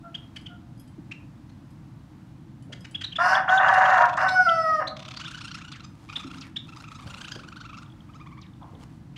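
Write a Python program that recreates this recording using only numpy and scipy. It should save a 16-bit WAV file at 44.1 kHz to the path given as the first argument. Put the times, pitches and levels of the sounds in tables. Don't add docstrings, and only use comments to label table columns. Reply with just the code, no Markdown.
import sys
import numpy as np
from scipy import signal
from scipy.fft import rfft, irfft, next_fast_len
from scipy.io import wavfile
from scipy.ndimage import map_coordinates

SR = 44100
rng = np.random.default_rng(int(sys.argv[2]) if len(sys.argv) > 2 else 0)


def master_out(mix):
    frames = np.transpose(np.atleast_2d(mix))
    ceiling = np.clip(frames, -1, 1)
    pcm = np.round(ceiling * 32767).astype(np.int16)
    wavfile.write(sys.argv[1], SR, pcm)


N = 404397


def amp(db):
    return 10 ** (np.asarray(db) / 20)


def unit(x):
    return x / np.sqrt(np.mean(x ** 2) + 1e-20)


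def along(points, hz):
    freqs, values = np.transpose(points)
    return np.interp(np.log(np.abs(hz) + 1), np.log(freqs + 1), values)


def wobble(rate, size=N):
    knots = rng.standard_normal(int(size * rate / SR) + 4)
    return map_coordinates(knots, [np.arange(size) * rate / SR])


def filtered(x, response):
    size = next_fast_len(len(x) + 8192)
    return irfft(rfft(x, size) * response(np.fft.rfftfreq(size, 1 / SR)), size)[:len(x)]


def coloured(x, spectrum):
    return unit(filtered(x, lambda hz: amp(along(spectrum, hz))))


def add(track, start_s, sound):
    start = max(round(start_s * SR), 0)
    track[start:start + len(sound)] += sound[:max(N - start, 0)]


def harmonics(pitch, phase, spectrum, order):
    return unit(sum(amp(along(spectrum, k * pitch)) * (k * pitch < SR / 2)
                    * np.sin(k * phase + rng.uniform(0, 2 * np.pi)) for k in order))


def fluttering(pitch, phase, spectrum, flicker_db, order):
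    flutter = lambda: flicker_db * wobble(45.33, len(pitch))
    return unit(sum(amp(along(spectrum, k * pitch) + flutter())
                    * np.sin(k * phase + 0.18 * flutter()) for k in order))


# (frequency [Hz], T60 [s])
YARD_T60 = [(200, 0.99), (700, 0.81), (1500, 0.46), (3500, 0.27), (10000, 0.22)]
def yard(x, wet_db):
    hz, t, spectra = signal.stft(rng.standard_normal(SR), SR, nperseg=256)
    decay = amp(-60 * t / along(YARD_T60, hz)[:, None])
    tail = signal.istft(spectra * decay, SR, nperseg=256)[1]
    tail = np.pad(tail, (int(.012 * SR), 0))
    return x + amp(wet_db) * signal.fftconvolve(x, tail / np.linalg.norm(tail))[:N]


def near_wall(x, echo_db, delay_s=.0094):
    return x + amp(echo_db) * np.pad(x, (round(delay_s * SR), 0))[:N]


# (frequency [Hz], relative level [dB])
RUMBLE_SPECTRUM = [(15, -50), (24, -23), (47, -8), (64, -8), (128, 2.5), (221, -5), (325, -6.5), (376, -26),
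                   (550, -29.5), (920, -77.5)]
def background(rumble_db=-45.5, air_db=-62):
    rumble = coloured(rng.standard_normal(N), RUMBLE_SPECTRUM)
    air = coloured(rng.standard_normal(N), [(250, -42), (420, -3), (850, 3), (1500, -3.5), (2300, -9),
                                            (4000, -13), (8000, -20.5), (15500, -30.5)])
    return amp(rumble_db) * rumble + amp(air_db + .8 * wobble(4)) * air


# (start [s], duration [s], level [dB])
RUSTLES = [(5.847, 0.81, -56), (6.55, 1.0, -54.5), (8.7, 0.34, -61)]
# (frequency [Hz], relative level [dB])
FRICTION_SPECTRUM = [(300, 1), (600, 0), (950, 9.5), (1800, 0), (4500, -4.5), (9000, -11), (15000, -28)]
def rustles():
    out = np.zeros(N)
    for start, length, db in RUSTLES:
        size = int(length * SR)
        grains = rng.standard_normal(size) * amp(4.9 * wobble(600, size) + 3.4 * wobble(24.5, size))
        swell = np.sin(np.linspace(0, np.pi, size))
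        add(out, start, amp(db) * swell * coloured(grains, FRICTION_SPECTRUM))
    return out


def syllable(hz, length, rise, arch, jitter):
    u = np.linspace(-1, 1, int(length * SR))
    pitch = hz * (1 + rise * u - arch * u ** 2 + jitter * wobble(904, len(u)))
    return pitch, 2 * np.pi * np.cumsum(pitch) / SR, np.cos(np.pi * u / 2) ** 2


# (centre time [s], pitch [Hz], duration [s], second harmonic level [dB])
CLUCKS = [(0.065, 685, 0.084, -43), (0.529, 712, 0.13, -50)]
def far_fowl():
    out = np.zeros(N)
    for centre, hz, length, db in CLUCKS:
        _, phase, swell = syllable(hz, length, rise=-0.023, arch=0.042, jitter=0.035)
        voice = np.sin(2 * phase) + amp(-3) * np.sin(phase)
        add(out, centre - length / 2, amp(db) * swell * voice)
    return out


# (time [s], resonance [Hz], bandwidth [Hz], relative level [dB], T60 [s])
POT_BUMPS = [(0.979, 293, 50, -31.5, 0.073), (2.69, 486, 403, -50, 0.27), (6.245, 281, 43.8, -33.5, 0.26),
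             (7.056, 110, 60, -34, 0.14), (7.06, 580, 350, -46.5, 0.082), (7.355, 393, 450, -39.5, 0.11),
             (8.61, 966, 370, -45.5, 0.38), (8.73, 495, 250, -49, 0.22)]
def pot_bumps():
    out, t = np.zeros(N), np.arange(SR // 2) / SR
    for start, hz, width_hz, db, t60 in POT_BUMPS:
        resonance = lambda f: 1 / (1 + (2 * (f - hz) / width_hz) ** 2)
        body = unit(filtered(rng.standard_normal(len(t)), resonance))
        envelope = (1 - np.exp(-t / 0.005)) * amp(-60 * t / t60)
        add(out, start, amp(db + 2) * envelope * body)
    return out


# (time [s], relative level [dB])
CLAW_STRIKES = [(0.3611, -46), (0.413, -53), (0.776, -55), (0.797, -44), (0.8767, -52), (1.706, -55),
                (2.624, -51), (2.8067, -45.5), (2.9118, -45)]
# (frequency [Hz], relative level [dB], T60 [s])
WIRE_MODES = [(3200, -1.5, 0.24), (4920, -1.5, 0.13), (8000, -7, .14), (9670, -6.5, 0.27),
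              (11100, -4, 0.087)]
def wire_ticks():
    out, t = np.zeros(N), np.arange(SR // 2) / SR
    for start, db in CLAW_STRIKES:
        tuning = rng.normal(1, 0.0288)
        ring = sum(amp(level + rng.normal(0, 3.4) - 60 * t / t60) * np.sin(2 * np.pi * hz * tuning * t)
                   for hz, level, t60 in WIRE_MODES)
        scrape = coloured(rng.standard_normal(len(t)),
                          [(1500, -19), (5000, 5), (10000, 0.5), (15000, -29)])
        scrape *= .42 * amp(-60 * t / 0.041)
        add(out, start, amp(db - 4) * (ring / np.abs(ring).max() + scrape))
    return out


# (centre time [s], relative level [dB])
BEAK_PIPS = [(7.863, -58), (7.903, -57), (7.924, -57), (8.008, -54.5), (8.139, -56), (8.205, -62),
             (8.466, -57), (8.537, -61), (8.631, -58), (8.753, -58), (8.813, -60)]
def beak_pips():
    out = np.zeros(N)
    for centre, db in BEAK_PIPS:
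        _, phase, swell = syllable(rng.normal(3340, 124), 0.0083, rise=-.1, arch=0.054, jitter=0.045)
        add(out, centre - len(swell) / SR / 2, amp(db + 5) * swell * np.sin(phase))
    return out


# (centre time [s], nominal pitch [Hz], relative level [dB], overtone balance [dB])
CHIRP_CALLS = [(0.153, 1686, -34, -28), (0.369, 1582, -40.5, -15), (0.468, 1620, -41.5, -26),
               (1.121, 1377, -38, -20.5), (1.5, 2120, -63, -11), (2.732, 1624, -41, -12),
               (2.853, 1385, -45, -9.5), (2.955, 1663, -30.5, -34), (3.019, 1610, -36, -15.5),
               (3.047, 1986, -31, -24), (3.129, 1584, -38.5, -29), (3.165, 1775, -30.5, -27),
               (3.355, 1710, -31.5, -31), (3.495, 1633, -34.5, -44), (3.582, 1736, -31, -36.5),
               (3.688, 1625, -35, -12), (3.858, 1586, -38.5, -33.5), (4.291, 2030, -34, -16.5),
               (4.494, 1630, -32.5, -44), (4.879, 2067, -33.5, -24.5), (5.173, 2330, -40, -23.5),
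               (5.263, 1730, -39.5, -25), (6.165, 1808, -30, -27), (6.57, 1803, -30.5, -28),
               (9.169, 1566, -46.5, -15.5)]
# (frequency [Hz], relative level [dB])
WHEEZE_SPECTRUM = [(1800, 15), (2700, 10), (3600, 4.5), (5000, 1), (7000, -5.5), (9000, -15), (12000, -30),
                   (16000, -51)]
def chirps():
    out = np.zeros(N)
    for centre, hz, db, high_db in CHIRP_CALLS:
        pitch, phase, swell = syllable(hz * 1.01, length=.025, rise=rng.normal(0.023, .035),
                                       arch=rng.normal(.36, .04), jitter=.045)
        scratch = coloured(rng.standard_normal(len(swell)), [(900, 0.0)] + WHEEZE_SPECTRUM)
        overtones = harmonics(pitch, phase, WHEEZE_SPECTRUM, order=range(3, 8))
        upper = amp(high_db + 2) * overtones + amp(high_db + 7.5) * scratch
        voice = np.sin(2 * phase) + amp(-25) * np.sin(phase) + upper
        add(out, centre - len(swell) / SR / 2, amp(db - 1.07) * unit(swell * voice))
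    return out


# (frequency [Hz], relative level [dB])
SCRATCH_SPECTRUM = [(600, -27), (950, 2.5), (2200, -3), (3300, 6), (4700, -3.5), (6200, -6), (9000, -24.5),
                    (15000, -42.5)]
def trill_note(hz, fundamental_db, rough):
    length = .035 * (1 - .5 * rough) * amp(rng.normal(0, 1.3))
    pitch, phase, swell = syllable(hz * rng.normal(1.02, .06), length, rise=rng.normal(.17, .09),
                                   arch=.19, jitter=.016 + .02 * rough)
    swell *= amp(3.23 * wobble(389, len(swell)))
    scratch = coloured(rng.standard_normal(len(swell)), SCRATCH_SPECTRUM)
    dulling_db_per_octave = 7 * max(1 - rough / .15, 0)
    beak = [(f, level + rng.normal(0, 5.9) - dulling_db_per_octave * np.log2(f / hz))
            for f, level in WHEEZE_SPECTRUM]
    overtones = harmonics(pitch, phase, beak, order=range(2, 10))
    upper = np.sqrt(1 - rough) * overtones + np.sqrt(rough) * scratch
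    return amp(1 + 2.4 * rough) * swell * (amp(fundamental_db + 2) * np.sin(phase) + upper)


# (first note [s], last note [s], note rate [1/s], relative level [dB], level change [dB],
# nominal pitch [Hz], fundamental balance [dB], roughness [0-1])
TRILL_RUNS = [(3.744, 4.215, 25.2, -41, -0.5, 1300, -12, .4), (4.971, 5.202, 34.5, -44.5, 3, 1268, -8, .8),
              (5.215, 5.687, 29.7, -43, -5, 1394, -3, .2),
              (5.723, 5.846, 24.4, -49.5, -4.5, 1308, -1.5, 0.22),
              (6.099, 6.418, 27.9, -47.5, -3, 1287, -0.5, .22),
              (6.694, 7.034, 26.3, -50, -3, 1253, 1.5, 0.15),
              (7.073, 7.358, 28.2, -44, 4.5, 1410, -3.5, .2),
              (7.399, 7.828, 23.5, -49.5, 0.5, 1296, 4, .18), (8.1, 8.384, 17.7, -55, 1.5, 1193, 5, 0.01)]
def trills(swell_db=2, scatter_db=0.87, sag=0.043):
    out = np.zeros(N)
    for first, last, rate, db, change_db, hz, fundamental_db, rough in TRILL_RUNS:
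        for u in np.linspace(-.5, .5, round((last - first) * rate) + 1):
            note = trill_note(hz * (1 - sag * u), fundamental_db, rough)
            contour_db = change_db * u + swell_db * (np.cos(np.pi * u) - 2 / np.pi)
            gain = amp(db + contour_db + rng.normal(0, scatter_db))
            centre = first + (u + .5) * (last - first)
            add(out, centre - len(note) / SR / 2, gain * note)
    return out


# (time [s], nominal pitch [Hz], relative level [dB])
SQUEAKS = [(5.722, 4950, -48), (6.413, 5340, -48), (8.418, 5280, -57.5)]
def squeaks():
    out, t = np.zeros(N), np.arange(SR // 12) / SR
    envelope = (1 - np.exp(-t / 0.0011)) * amp(-60 * t / 0.24)
    for start, hz, db in SQUEAKS:
        pitch = hz * (.3 + 0.8 * np.exp(-t / .019)) * (1 + .15 * wobble(1800, len(t)))
        phase = 2 * np.pi * np.cumsum(pitch) / SR
        add(out, start - .004, amp(db + 8.5) * envelope * np.sin(phase))
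    return out


def held(start, end, attack_s=0.0061, release_db_per_s=329.5):
    t = np.arange(N) / SR
    attack = 1 - np.exp(-np.maximum(t - start, 0) / attack_s)
    return attack * amp(-release_db_per_s * np.maximum(t - end, 0))


def syrinx(pitch, rough):
    size = len(pitch)
    waver = .0014 * wobble(60, size)
    jitter = .012 * wobble(34.93, size) + .02 * wobble(350, size)
    pitch = pitch * (1 + waver + rough * jitter)
    return pitch, 2 * np.pi * np.cumsum(pitch) / SR


def flaps(phase, spectrum):
    puffs = rng.standard_normal(len(phase)) * (1 + 1.26 * np.cos(phase))
    return coloured(puffs * amp(2.5 * wobble(330, len(phase))), spectrum)


# (frequency [Hz], relative level [dB])
THROAT_FORMANTS = [(330, -72), (490, -35), (595, -3.5), (660, -4), (750, 2.5), (890, -11), (970, 2),
                   (1320, -2.5), (1480, -4), (1780, -1), (1950, -10), (2250, -18), (2620, -25.5),
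                   (2800, -12), (3050, -40.5), (4500, -40), (7000, -93)]
# (frequency [Hz], relative level [dB])
NARROW_BEAK = [(2200, -17), (2700, 0.5), (3700, -20.5), (4400, -2), (5150, 7.5), (5900, -4), (6400, -17.5),
               (7200, -19), (8500, -17), (9400, -18), (11500, -26), (13000, -37), (15500, -45)]
OPEN_BEAK = [(2200, -21), (2800, -3), (3700, 2), (4600, -2.5), (6800, 0), (8500, -21), (10000, -15.5),
             (11500, -14.5), (13500, -31.5), (15000, -28.5)]
# (start [s], end [s], pitch [Hz], glide [Hz/s], fundamental [dB],
# second harmonic [dB], rasp [dB], shrill edge [dB], first roughness [-], last roughness [-], gape [0-1])
HOARSE_NOTES = [(3.184, 3.38, 710.7, 302.5, -25, -21.5, -24.5, -38.5, .15, 0.88, 0.27),
                (3.475, 3.587, 760, 128.5, -22, -20, -26, -42, 0.65, .02, 1),
                (3.59, 4.045, 785, -145, -20, -21, -23.5, -49.5, 0.78, 0.89, 0.95),
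                (4.17, 4.261, 758.4, 6, -27, -24, -26, -41.5, 1.1, 0.61, 0.4),
                (4.794, 4.825, 621.4, -400, -26, -32.5, -33, -46.5, 0.9, 0.89, 0.14)]
def hoarse_notes(subtone_share=0.26):
    out, t = np.zeros(N), np.arange(SR) / SR
    quarter_steps = [k / 4 for k in range(3, 16) if k % 4]
    for start, end, hz, glide, first_db, second_db, rasp_db, edge_db, *roughness, gape in HOARSE_NOTES:
        span = slice(round(start * SR), round(start * SR) + SR)
        rough = np.clip(np.interp(t, [0, end - start], roughness), .001, .95)
        scoop = 1 - 0.0904 * np.exp(-t / 0.0353)
        pitch, phase = syrinx((hz + glide * np.minimum(t, end - start)) * scoop, rough)
        shimmer = lambda: amp(6.7 * rough * wobble(220, SR)) * np.sqrt(1 - rough)
        tone = amp(first_db) * shimmer() * np.sin(phase)
        tone += amp(second_db) * shimmer() * np.sin(2 * phase + 1)
        tone += amp(-20) * held(3.99, 4.05)[span] * np.sin(phase * 4 / 3)
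        subtones = fluttering(pitch, phase, THROAT_FORMANTS, flicker_db=4.5, order=quarter_steps)
        chaos = flaps(phase, THROAT_FORMANTS)
        rasp = np.sqrt(subtone_share) * subtones + np.sqrt(1 - subtone_share) * chaos
        voice = np.sqrt(2) * tone + amp(rasp_db + 4) * rough ** 0.43 * rasp
        beak = [(f, (1 - gape) * along(NARROW_BEAK, f) + gape * along(OPEN_BEAK, f))
                for f, _ in sorted(NARROW_BEAK + OPEN_BEAK)]
        overtones = harmonics(pitch, phase, beak, order=range(4, 21))
        shrill = np.sqrt(1 - rough) * overtones + np.sqrt(rough) * flaps(phase, beak)
        edge = amp(edge_db) * held(start, end - .03, attack_s=0.057)[span] * shrill
        add(out, start, held(start, end)[span] * voice + edge)
    return out


# (time [s], fundamental [dB], second harmonic [dB])
UPPER_REGISTER = [(4.27, -39, -19), (4.284, -33.5, -23), (4.34, -18, -42), (4.362, -34.5, -21),
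                  (4.402, -15, -15), (4.455, -34, -25)]
LOWER_REGISTER = [(4.475, -23, -16.5), (4.597, -23, -23), (4.633, -32.5, -32), (4.677, -28, -22.5),
                  (4.719, -36.5, -24.5), (4.79, -29, -28.5)]
def clean_note(start=4.26, end=4.80, hz=759.2, sag_hz_per_s=180, break_s=4.466, break_hz=46.23):
    out, span = np.zeros(N), slice(round(start * SR), round(start * SR) + SR)
    t = np.arange(N)[span] / SR
    age = np.clip(t, start, end) - start
    dropped = np.clip((t - break_s) / .006 + .5, 0, 1)
    pitch, phase = syrinx(hz - sag_hz_per_s * age - break_hz * dropped, rough=0.11)
    times, first_db, second_db = np.transpose(UPPER_REGISTER + LOWER_REGISTER)
    levels = [np.interp(t, times, first_db) - 4,
              np.interp(t, times, second_db) - .3,
              along(THROAT_FORMANTS, 3 * pitch) - 29]
    tone = np.sqrt(2) * sum(amp(db) * np.sin(k * phase) for k, db in enumerate(levels, 1))
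    shrill = fluttering(pitch, phase, NARROW_BEAK, flicker_db=3, order=range(4, 23))
    shrill += amp(-10) * coloured(rng.standard_normal(SR), NARROW_BEAK)
    rasp = coloured(rng.standard_normal(SR),
                    [(400, -22.5), (700, -3), (2000, 0), (3000, -4), (4000, -10), (8000, -38.5)])
    out[span] = tone + amp(-55) * rasp + amp(-41.5 - 19.5 * age) * shrill
    return held(start, end, attack_s=0.017) * out


def scene():
    calls = yard(chirps() + beak_pips(), wet_db=-9)
    cage = yard(trills() + squeaks() + wire_ticks() + pot_bumps(), wet_db=-9.5)
    crow = yard(near_wall(hoarse_notes() + clean_note(), echo_db=-11.5), wet_db=-10.5)
    fowl = yard(far_fowl(), wet_db=-8.5)
    return (crow + calls + cage + fowl + rustles() + background())[None]


def record(dry):
    return np.array([filtered(channel, lambda hz: hz < 15750) for channel in dry])


dry = scene()
out = record(dry)
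master_out(out)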